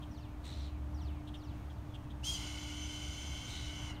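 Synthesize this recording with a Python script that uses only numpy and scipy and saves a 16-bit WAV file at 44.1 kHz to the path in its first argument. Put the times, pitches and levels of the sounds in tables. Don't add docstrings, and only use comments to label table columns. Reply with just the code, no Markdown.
import sys
import numpy as np
from scipy import signal
from scipy.fft import rfft, irfft
from scipy.io import wavfile
from scipy.ndimage import map_coordinates

SR = 44100
rng = np.random.default_rng(int(sys.argv[2]) if len(sys.argv) > 2 else 0)


def file_out(sig):
    cols = np.atleast_2d(sig).T
    lim = np.clip(cols, -1, 1)
    pcm = np.round(lim * 32767).astype(np.int16)
    wavfile.write(sys.argv[1], SR, pcm)


N = 176400
T = np.arange(N) / SR


def amp(db):
    return 10 ** (np.asarray(db) / 20)


def unit(x):
    return x / np.sqrt(np.mean(x ** 2) + 1e-20)


def curve(rows, t):
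    at, *columns = np.transpose(rows)
    return [np.interp(t, at, column) for column in columns]


def at_freq(points, hz):
    freq_hz, value = np.transpose(points)
    return np.interp(np.log(hz + 1), np.log(freq_hz), value)


def noise(spectrum, tilt_db_per_octave=0):
    hz = np.fft.rfftfreq(N, 1 / SR)
    gain = amp(at_freq(spectrum, hz) + tilt_db_per_octave * np.log2(hz + 1))
    return unit(irfft(rfft(rng.standard_normal(N)) * gain, N))


def drift(rate_hz):
    hz = np.fft.rfftfreq(N, 1 / SR)
    return unit(irfft(rfft(rng.standard_normal(N)) / np.sqrt(1 + (hz / rate_hz) ** 4), N))


def phase(hz):
    return 2 * np.pi * np.cumsum(hz) / SR


def band(hz, width_hz):
    envelope = (drift(width_hz / 2) + 1j * drift(width_hz / 2))[:len(hz)]
    return unit((envelope * np.exp(1j * phase(hz))).real)


def add(mix, start_s, sound):
    part = mix[max(round(start_s * SR), 0):][:len(sound)]
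    part += sound[:len(part)]


HARMONICS_DB = [3, -13.5, -30, -63]
# time_s, pitch_hz, gain_db
SECOND_TONE = [(2.24, 2190, -22), (2.28, 2110, -14), (2.32, 1880, -8), (2.35, 1670, -11), (2.39, 1540, -40)]


def hawk_voice(pitch_hz, roughness, hoarse):
    jitter, wobble = 0.04 * drift(rate_hz=461), 0.011 * drift(rate_hz=48.6)
    main_phase = phase(pitch_hz * (1 + roughness * (jitter + wobble)))
    overtone_gain = amp(6.5 * (1 - hoarse)) * (1 + 0.32 * hoarse * drift(rate_hz=35))
    harmonics = sum(amp(db) * (overtone_gain if k else 1) * np.sin((k + 1) * main_phase)
                    for k, db in enumerate(HARMONICS_DB))
    second_hz, second_db = curve(SECOND_TONE, T)
    second_phase = phase(second_hz * (1 + 0.065 * drift(rate_hz=570)))
    sum_tones = sum(amp(db + second_db) * np.sin(harmonic * main_phase + second_phase)
                    for harmonic, db in [(1, 1), (2, -6)])
    return unit(harmonics + sum_tones)


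# time_s, pitch_hz, voice_db, hiss_db, roughness_ratio
SCREAM = [(2.22, 2350, -76, -82, 0.26), (2.245, 3023, -42, -49.5, 0.37), (2.27, 3188, -40, -45, 0.2),
          (2.303, 3246, -35.5, -47.5, 0), (2.325, 3189, -50.5, -47, 0.04), (2.355, 3092, -37, -51.5, 0.2),
          (2.385, 3011, -49, -51.5, 0.84), (2.55, 3041, -50, -55, 0.65), (2.72, 3047, -50, -55.5, .7),
          (2.82, 3080, -43, -56, 0.37), (2.93, 3053, -45.5, -55, 0.47), (3.1, 3065, -46.5, -55.5, 0.46),
          (3.42, 3083, -45, -56.5, 0.42), (3.62, 3037, -48.5, -58, 0.47), (3.86, 3050, -47, -58, .5),
          (3.91, 2910, -53.5, -59, .3), (3.945, 2690, -75, -80, 0.52)]
# centre_hz, width_hz, level_db
RASP_BANDS = [(1501, 118, -68.5), (2219, 205, -62)]
# freq_hz, density_db
HISS_SPECTRUM = [(500, -40), (900, 0), (1700, -9.5), (2400, 5), (2800, -1), (3400, 2), (4000, 3.5),
                 (5400, 3.5), (6900, 5), (7500, -2.5), (8200, -7), (8900, 0), (9600, -12.5), (11600, -12),
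                 (15500, -24)]
YELP_END_S, YELP_BREAK_S, SCREAM_RAMP_S = 2.37, 0.01, 0.018


def hawk():
    pitch_hz, voice_db, hiss_db, roughness = curve(SCREAM, T)
    start_s, end_s = SCREAM[0][0], SCREAM[-1][0]
    gate = np.clip(np.minimum(T - start_s, end_s - T) / SCREAM_RAMP_S, 0, 1)
    hoarse = 0.5 + 0.5 * np.tanh((T - YELP_END_S) / YELP_BREAK_S)
    voice = amp(voice_db) * hawk_voice(pitch_hz, roughness, hoarse)
    flutter = drift(rate_hz=102)
    shimmer_depth = 0.16 * roughness
    shimmer = np.exp(shimmer_depth * (flutter - shimmer_depth))
    pitch_ratio = pitch_hz / np.median(pitch_hz[gate > 0])
    rasp = hoarse * sum(amp(db) * band(hz * pitch_ratio, width_hz) for hz, width_hz, db in RASP_BANDS)
    yelp_hiss = np.sqrt(1 - hoarse) * noise(HISS_SPECTRUM, tilt_db_per_octave=3)
    hoarse_hiss = np.sqrt(hoarse) * noise(HISS_SPECTRUM)
    hiss = amp(hiss_db) * (yelp_hiss + hoarse_hiss)
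    return gate * (voice * shimmer + (hiss + rasp) * (1 + 0.073 * flutter))


# time_s, delay_ms
BOUNCE_DELAY = [(2.3, 1.457), (3.2, 1.452), (3.9, 1.472)]
BOUNCE_GAIN = 0.62


def ground_bounce(direct):
    delay_samples = curve(BOUNCE_DELAY, T)[0] * SR / 1000
    return direct + BOUNCE_GAIN * map_coordinates(direct, [np.arange(N) - delay_samples], order=5)


# start_s, level_db, jitter_ratio
SLURS = [(.105, -58.5, 0.0047), (.172, -60, 0.031), (.527, -60, 0.0089), (.598, -57, 0.0095),
         (.938, -57, 0.0037), (1.01, -56, 0.019), (1.362, -59.5, 0.0049), (1.431, -59, .02),
         (1.712, -67.5, .004), (3.894, -58, 0.0036)]
# offset_s, pitch_hz, gain_db
SLUR_CONTOUR = [(0, 6150, -30), (.008, 5900, -6), (.03, 5150, -11.5), (.058, 4240, -7), (.085, 3050, -5),
                (.1, 2720, -12), (.135, 2560, -15), (.18, 2200, -11), (.2, 2150, -33)]


def slurs():
    out, t = np.zeros(N), np.arange(0, SLUR_CONTOUR[-1][0], 1 / SR)
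    contour_hz, gain_db = curve(SLUR_CONTOUR, t)
    for start_s, level_db, jitter in SLURS:
        pitch_hz = contour_hz * (1 + jitter * drift(rate_hz=280)[:len(t)])
        add(out, start_s, amp(level_db + gain_db) * np.sin(phase(pitch_hz)))
    return out


# time_s, pitch_hz, level_db
SLOW_WHISTLE = [(1.87, 3550, -85), (1.9, 3490, -72), (1.99, 3170, -72), (2.04, 2730, -75),
                (2.08, 2540, -69)]


def slow_whistle():
    pitch_hz, level_db = curve(SLOW_WHISTLE, T)
    gate = (T > SLOW_WHISTLE[0][0]) * (T < SLOW_WHISTLE[-1][0])
    return gate * amp(level_db) * np.sin(phase(pitch_hz))


# start_s, level_db, pitch_hz
CHIPS = [(.018, -57, 3200), (1.268, -56.5, 3390), (1.336, -52.5, 3210), (1.694, -62.5, 3250),
         (1.937, -54.5, 3220), (2.097, -60.5, 3400)]
CHIP_S, CHIP_FALL_RATIO, CHIP_TONE_DB, CHIP_FIZZ_DB = 0.033, 0.043, -3, -17


def chips():
    out, progress = np.zeros(N), np.arange(0, CHIP_S, 1 / SR) / CHIP_S
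    for start_s, level_db, mid_hz in CHIPS:
        pitch_hz = mid_hz * (1 - CHIP_FALL_RATIO * (progress - 0.5))
        note = unit(band(pitch_hz, width_hz=780) + amp(CHIP_TONE_DB) * np.sin(phase(pitch_hz)))
        fizz = amp(CHIP_FIZZ_DB) * band(2 * pitch_hz, width_hz=6300)
        add(out, start_s, amp(level_db) * np.sin(np.pi * progress) * (note + fizz))
    return out


# start_s, length_s, level_db
SQUAWKS = [(0.429, 0.28, -54.5), (3.467, 0.27, -51)]
# freq_hz, density_db
BODY_SPECTRUM = [(1200, -38), (2000, -2), (2700, -9), (3400, 0), (4050, 7), (4600, -7.5), (8200, -15),
                 (15000, -39)]
# freq_hz, density_db
SPLASH_SPECTRUM = [(1500, -11), (2500, 5), (5000, -7), (8400, -1), (10400, -17), (12000, -11), (15000, -24)]
BODY_RAMP_S, BODY_FADE_DB = 0.04, -7
SPLASH_RAMP_S, SPLASH_DB, SPLASH_FADE_DB = 0.022, -4, -29
BUZZ_HZ, BUZZ_DEPTH = 85.3, 0.28


def squawks():
    out = np.zeros(N)
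    for start_s, length_s, level_db in SQUAWKS:
        t = np.arange(0, length_s, 1 / SR)
        edge_s, progress = np.minimum(t, length_s - t), t / length_s
        buzz_hz = BUZZ_HZ * (1 + 0.091 * drift(rate_hz=30)[:len(t)])
        buzz = 1 + BUZZ_DEPTH * np.sin(phase(buzz_hz))
        body = amp(BODY_FADE_DB * progress) * noise(BODY_SPECTRUM)[:len(t)]
        body *= np.clip(edge_s / BODY_RAMP_S, 0, 1)
        splash = amp(SPLASH_DB + SPLASH_FADE_DB * progress) * noise(SPLASH_SPECTRUM)[:len(t)]
        splash *= np.clip(edge_s / SPLASH_RAMP_S, 0, 1) ** 2
        add(out, start_s, amp(level_db) * buzz * (body + splash))
    return out


# freq_hz, t60_s
TREE_DECAY = [(500, 0.82), (3000, 0.51), (6000, 0.21), (14000, 0.4)]
ECHOES_PER_S, PREDELAY_S = 2000, 0.012


def tree_echo(sound):
    taps = rng.standard_normal(SR) * (rng.random(SR) < ECHOES_PER_S / SR) * (T[:SR] > PREDELAY_S)
    hz, t, spectra = signal.stft(taps, SR, nperseg=256)
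    decay = amp(-60 * t / at_freq(TREE_DECAY, hz)[:, None])
    tail = signal.istft(spectra * decay, SR, nperseg=256)[1]
    return signal.fftconvolve(sound, tail / np.linalg.norm(tail))[:N]


# freq_hz, density_db
RUMBLE_SPECTRUM = [(20, -10), (36, -28), (52, 0), (66, 3), (85, -4), (120, -2), (155, -11.5), (200, -14),
                   (330, -19.5), (460, -27.5), (700, -24), (1100, -26.5), (1600, -33.5), (2300, -38.5),
                   (3200, -41), (5000, -47.5), (6800, -47.5), (7700, -53), (8500, -49), (10400, -56),
                   (13200, -52), (15600, -57)]
# freq_hz, density_db
WASH_SPECTRUM = [(300, -28), (600, -4.5), (900, 2), (1300, -6), (2000, -9), (4000, -41)]
# time_s, level_db
WASH_LEVEL = [(0, -86), (2.0, -73), (2.4, -61), (3.6, -72.5), (3.85, -56.5), (4, -59.5)]


def traffic():
    rumble = amp(-45) * noise(RUMBLE_SPECTRUM) * (1 + 0.08 * drift(rate_hz=2.3))
    wash = amp(curve(WASH_LEVEL, T)[0]) * noise(WASH_SPECTRUM)
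    return rumble + wash


# time_s, level_db
DRONE_LEVEL = [(0, -53), (.47, -52), (.56, -41), (1.15, -42), (1.25, -52), (4, -51.5)]
DRONE_HZ = 70.53


def engine_drone():
    pitch_hz = DRONE_HZ * (1 + 0.016 * drift(rate_hz=3.1))
    return amp(curve(DRONE_LEVEL, T)[0]) * unit(np.sin(phase(pitch_hz)))


# time_s, level_db
MAIN_HUM_LEVEL = [(0.0, -54), (0.11, -54), (0.49, -56.5), (1.32, -51), (1.73, -58.5), (2.72, -51),
                  (3.48, -59), (3.49, -56.5), (4.0, -53.5)]
# pitch_hz, level_db
WEAK_HUM_LINES = [(258.5, -70.5), (388, -74), (598, -70), (687, -73.5), (895, -73), (1195, -81)]
MAIN_HUM_HZ = 299.1


def machine_hum():
    speed = 1 + 0.00438 * drift(rate_hz=7.6)
    lines = [(MAIN_HUM_HZ, curve(MAIN_HUM_LEVEL, T)[0])] + WEAK_HUM_LINES
    return sum(amp(db) * unit(np.sin(phase(hz * speed)) * (1 + 0.071 * drift(rate_hz=1.7)))
               for hz, db in lines)


def scene():
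    scream = ground_bounce(hawk())
    song = slurs() + slow_whistle()
    calls = chips() + squawks()
    echo = tree_echo(amp(-7.5) * scream + amp(-4.5) * song + amp(-13) * calls)
    mono = scream + song + calls + echo + traffic() + engine_drone() + machine_hum()
    return np.array([mono, mono])


def record(dry):
    cutoff_hz = 15740
    lowpass = signal.firwin(1023, cutoff_hz, window=("kaiser", 9), fs=SR)
    return signal.oaconvolve(dry, lowpass[None], "same")


dry = scene()
out = record(dry)
file_out(out)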